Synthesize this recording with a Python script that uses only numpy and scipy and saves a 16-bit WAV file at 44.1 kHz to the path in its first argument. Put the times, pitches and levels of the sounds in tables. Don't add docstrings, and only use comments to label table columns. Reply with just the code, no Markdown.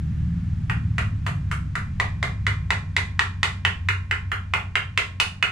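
import sys
import numpy as np
from scipy import signal
from scipy.fft import rfft, irfft
from scipy.io import wavfile
from scipy.ndimage import uniform_filter1d

SR = 44100
rng = np.random.default_rng(int(sys.argv[2]) if len(sys.argv) > 2 else 0)


def file_out(sig):
    cols = np.atleast_2d(sig).T
    lim = np.clip(cols, -1, 1)
    pcm = np.round(lim * 32767).astype(np.int16)
    wavfile.write(sys.argv[1], SR, pcm)


N = 243096
TIME = np.arange(N) / SR
LEFT_RIGHT = np.array([[1], [-1]])


def carving(blow_db=1.0, wet_db=0.57, stand_db=-6, swell_s=0.018):
    # (time [s], strength [dB], handle pitch [Hz], mallet ring [dB], crack [dB])
    blows = [(.6976, 0.5, 1886, -5, -18.5), (.982, .5, 1967, -4, -12), (1.2651, -1.5, 1980, -6.5, -12.5),
             (1.514, -6.5, 2190, -5, -9), (1.754, -1, 2010, -9.5, -12.5), (1.9993, 6.5, 1964, -18, -11.5),
             (2.2279, 5, 2083, -31, -10.5), (2.4667, 6, 2036, -10.5, -11.5), (2.705, 7, 2013, -5.5, -9.5),
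             (2.9653, 7.5, 2040, -6, -7.5), (3.1929, 7.5, 1947, -13.5, -7.5), (3.4309, 6.5, 2050, -5.5, -5),
             (3.6502, 6.5, 1943, -1, -11), (3.887, 5.5, 2080, -2, -12), (4.1113, 5, 2065, -7.5, -15),
             (4.3174, 0, 2070, -7.5, -17), (4.537, 5, 2080, -2.5, -13.5), (4.755, 5, 2130, 0.5, -13),
             (4.9756, 6.5, 2044, -3, -7), (5.2, 2, 2000, 8.5, -1), (5.4263, 6.5, 2070, 2.5, -11.5)]
    # (frequency [Hz], relative level [dB], t60 [s])
    stand_modes = [(337.4, -14.5, 0.17), (398, -14, 0.3), (415.5, -15.5, 0.33), (488, -15, 0.19),
                   (949, -20, 0.49), (1020, -14, 0.44), (1078, -14, 0.55), (1284, -13.5, 0.29),
                   (1620, -13, 0.37), (1722, -8.5, 0.36), (1840, -15, 0.57), (2220, -14, 0.34),
                   (2400, -12, 0.5), (2940, -5.5, 0.14)]
    direct_db, direct_db_per_db = -2, 0.32
    stand_share_db_per_db = -0.13
    changed = 0.3

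    t = TIME[:SR // 3]
    out = np.zeros((2, N + len(t)))
    walls = room(t)
    stand_ring = np.array([ring(stand_modes, 1, t, phase=0.61) for _ in range(2)])
    stand = undb(stand_db) * (1 - np.exp(-t / swell_s)) * stand_ring
    for blow in blows:
        s, strength, *_ = blow
        direct = knock(blow, t)
        response = np.sqrt(1 - changed) * walls + np.sqrt(changed) * room(t)
        echo = signal.fftconvolve(direct[None], response, axes=1)[:, :len(t)]
        near = undb(direct_db + direct_db_per_db * strength) * direct
        ringing = undb(stand_share_db_per_db * strength) * stand
        start = int(s * SR)
        out[:, start:start + len(t)] += undb(strength + blow_db) * (near + ringing + undb(wet_db) * echo)
    return out[:, :N]


def knock(blow, t, handle_db=-3, mallet_db=-3.3, crack_db=1.6, cut_hz=440, bite_s=0.00025):
    # (multiple of its pitch, relative level [dB], t60 [s])
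    handle_modes = [(1, 7, 0.019), (1.09, -10, 0.021), (.9, -36, 0.053)]
    trunk_modes = [(1.008, 6.5, 0.0075), (1.176, 6.5, 0.0057), (0.792, -6.5, 0.011), (0.623, -7, 0.012),
                   (0.425, -8, 0.006)]
    mallet_modes = [(1, 7.3, 0.014), (1.1, 4.3, 0.02)]
    # (time [s], pitch [Hz], level at strength 0 dB [dB])
    trunk_spot = [(.7, 1450, -3), (1, 1270, -2.3), (2.4, 1170, -2), (2.9, 1495, -0.2), (4.4, 1420, 1.4)]
    trunk_share_db_per_db = -0.8533
    mallet_base_hz, aim_scatter = 2664, 0.027
    contact_s, contact_db_per_db = 0.0003, 0.14
    tilt_db, tilt_per_db, tilt_per_ring_db = 3.5, -0.62, 0.0675

    s, strength, handle_hz, mallet_ring, split = blow
    times, pitches, levels = np.transpose(trunk_spot)
    trunk_db = np.interp(s, times, levels) + trunk_share_db_per_db * strength
    base_hz = np.array([np.interp(s, times, pitches), mallet_base_hz])
    trunk_hz, mallet_hz = base_hz * (1 + aim_scatter * rng.standard_normal(2))
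    contact = 1 - np.exp(-t / (contact_s * undb(contact_db_per_db * strength)))
    body = undb(handle_db) * unit(contact * ring(handle_modes, handle_hz, t))
    body -= undb(trunk_db) * unit(contact * ring(trunk_modes, trunk_hz, t, phase=0.37))
    body -= undb(mallet_ring + mallet_db) * unit(contact * ring(mallet_modes, mallet_hz, t))
    tilt = tilt_db + tilt_per_db * strength + tilt_per_ring_db * mallet_ring
    bite = late(splinter(crack(t, tilt)), bite_s)
    sound = body + undb(split + crack_db) * bite
    return signal.sosfilt(signal.butter(2, cut_hz, "highpass", fs=SR, output="sos"), sound)


def ring(modes, pitch, t, phase=0):
    total = np.zeros(len(t))
    for multiple, db, t60 in modes:
        swing = np.sin(2 * np.pi * (multiple * pitch * t + phase * rng.random()))
        total += undb(db) * swing * np.exp(-np.log(1000) * t / t60)
    return unit(total)


def crack(t, tilt_db, tear_s=0.00064):
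    # (frequency [Hz], relative level [dB per Hz])
    crack_spectrum = [(300, -28), (1500, -2), (2700, 2), (3500, 4.5), (4300, 0), (5600, -8.5), (7200, -9.5),
                      (9300, -18.5), (11000, -26), (15000, -50)]
    envelope = np.exp(-t / tear_s) * (1 - np.exp(-(t + 1 / SR) / tear_s))
    fibres = rng.standard_normal(len(t)) * envelope
    return unit(causal(fibres, crack_spectrum, tilt_db))


def splinter(bite, count=3):
    wait_s, snap_db, spread_db = 0.0054, -18.5, 4.5
    waits = wait_s * rng.exponential(size=count)
    sizes = undb(snap_db + spread_db * rng.standard_normal(count))
    return unit(bite + sum(size * late(bite, wait) for wait, size in zip(waits, sizes)))


def room(t, build_s=0.00017, likeness=0.022):
    # (frequency [Hz], t60 [s])
    room_t60 = [(300, 0.43), (1000, 0.29), (2500, 0.28), (5000, 0.31), (9000, 0.27), (15000, 0.28)]
    # (frequency [Hz], level [dB])
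    room_tone = [(150, 13), (400, 6.5), (1000, 7.5), (2000, 3), (3000, 1.5), (5000, -0.5), (9000, 6.5),
                 (15000, 6.5)]
    hz = np.fft.rfftfreq(len(t), 1 / SR)
    mid, side = rfft(rng.standard_normal((2, len(t))))
    noise = (np.sqrt(1 + likeness) * mid + np.sqrt(1 - likeness) * side * LEFT_RIGHT) / np.sqrt(2)
    noise *= undb(at_hz(room_tone, hz))
    build = 1 - np.exp(-(t / build_s) ** 2)
    centres, decays = np.transpose(room_t60)
    response = np.zeros((2, len(t)))
    for decay, pick in zip(decays, np.eye(len(centres))):
        band = irfft(noise * np.interp(hz, centres, pick), len(t))
        response += unit(build * np.exp(-np.log(1000) * t / decay)) * band
    return response


def ports(x):
    # (frequency [Hz], left minus right level [dB])
    port_levels = [(200, 0), (600, -1), (1300, .5), (2000, -2), (2900, -4), (4400, 2), (7000, .5),
                   (9500, -2.5), (14000, -3.5)]
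    # (frequency [Hz], lag of the left port [radians])
    port_lags = [(200, .05), (1000, .35), (2000, .6), (4000, .8), (8000, .85), (14000, .4)]
    hz = np.fft.rfftfreq(N, 1 / SR)
    half = LEFT_RIGHT / 2
    gain = undb(half * at_hz(port_levels, hz))
    turn = np.exp(-1j * half * at_hz(port_lags, hz))
    return irfft(rfft(x) * gain * turn, N)


def motors():
    return engine() + hum() + rumble()


def engine():
    # (multiple of the cycle rate, relative level [dB])
    low_orders = [(3, -12), (4, 1), (5, -1.5), (6, 0), (7, -10)]
    high_orders = [(8, 9), (9, 6.5), (10, -0.5), (11, -14.5), (12, -7.5), (13, -14), (14, -18.5), (16, -23)]
    # (time [s], level [dB])
    low_level = [(0, -27), (.5, -24.5), (1.2, -27), (2.05, -33), (2.4, -25.5), (3.1, -37), (4.9, -37),
                 (5.5, -41)]
    # (time [s], level [dB])
    high_level = [(0, -32.5), (2.1, -34.5), (3.2, -44.5), (5.5, -50.5)]
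    start_hz, idle_hz, idle_s = 19.7, 17.05, 1.9
    turns = np.cumsum(np.interp(TIME, [0, idle_s], [start_hz, idle_hz])) / SR
    low = undb(curve(low_level)) * orders(low_orders, turns)
    high = undb(curve(high_level)) * orders(high_orders, turns)
    return low + high


def orders(table, turns, waver_db=3.0, wander=0.91):
    total = np.zeros(N)
    for multiple, db in table:
        phase = 2 * np.pi * (multiple * turns + rng.random()) + wander * walk(8)
        total += undb(db + waver_db * walk(12)) * np.sin(phase)
    return level(total, 0)


def hum(throb_db=1.87, wander=0.51):
    hold_db, full_s, release_s = -32.5, 2.7, 4.2
    rise_db_per_s, fall_db_per_s = 2, 7
    first_hz, settled_hz, settle_s = 96.85, 92.2, 0.288
    rise = rise_db_per_s * np.maximum(full_s - TIME, 0)
    fall = fall_db_per_s * np.maximum(TIME - release_s, 0)
    gain = undb(hold_db - rise - fall + throb_db * walk(16))
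    hz = np.interp(TIME, [full_s, full_s + settle_s], [first_hz, settled_hz])
    phase = 2 * np.pi * np.cumsum(hz) / SR + wander * walk(12)
    return gain * np.sqrt(2) * np.sin(phase)


def rumble(side_db=-14):
    # (frequency [Hz], relative level [dB per Hz])
    rumble_spectrum = [(12, -9.5), (24, 4.5), (38, -4.5), (55, 1.5), (90, -3), (130, -3), (175, 1),
                       (220, -9), (300, -19.5), (400, -36.5), (700, -78)]
    mid, side = level(colour(rng.standard_normal((2, N)), rumble_spectrum), 0)
    side = level(np.gradient(side), side_db)
    return fading(start_db=-30.5, db_per_s=-2.38) * (mid + side * LEFT_RIGHT)


def air():
    # (frequency [Hz], relative level [dB per Hz])
    air_spectrum = [(100, -42), (400, 0), (900, 2.5), (1700, 6.5), (3000, -2), (4500, -8), (7200, -12),
                    (10000, -21), (15000, -45.5)]
    left, right, shared = colour(rng.standard_normal((3, N)), air_spectrum)
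    return level(np.array([left + shared, right + shared]), 0) * fading(start_db=-54, db_per_s=-0.99)


def undb(db):
    return 10 ** (np.asarray(db) / 20)


def curve(table):
    s, value = np.transpose(table)
    return np.interp(TIME, s, value)


def at_hz(table, hz):
    f, value = np.transpose(table)
    return np.interp(np.log(np.maximum(hz, 1)), np.log(f), value)


def colour(x, table):
    return irfft(rfft(x) * undb(at_hz(table, np.fft.rfftfreq(N, 1 / SR))), N)


def causal(x, table, tilt_db):
    size = len(x)
    hz = np.clip(np.fft.rfftfreq(size, 1 / SR), table[0][0], table[-1][0])
    spectrum = rfft(x)
    gain = undb(at_hz(table, hz) + tilt_db * np.log2(hz)) / np.abs(spectrum)
    cepstrum = irfft(np.log(gain), size)
    return irfft(spectrum * np.exp(rfft(2 * cepstrum[:size // 2], size)), size)


def level(x, db):
    return x * undb(db) / np.sqrt(np.mean(x ** 2))


def unit(x):
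    return x / np.sqrt(np.sum(x ** 2))


def walk(rate):
    k = int(SR / rate)
    steps = np.repeat(rng.standard_normal(N // k + 1), k)
    return np.sqrt(2) * uniform_filter1d(uniform_filter1d(steps, k), k)[:N]


def fading(start_db, db_per_s):
    return undb(start_db + db_per_s * TIME)


def late(x, s):
    return np.concatenate([np.zeros(int(s * SR)), x])[:len(x)]


def scene():
    return ports(carving()) + motors() + air()


def record(dry, top_hz=15200):
    top_cut = signal.ellip(8, .2, 70, top_hz, fs=SR, output="sos")
    return signal.sosfilt(top_cut, np.clip(dry, -1, 1))


dry = scene()
out = record(dry)
file_out(out)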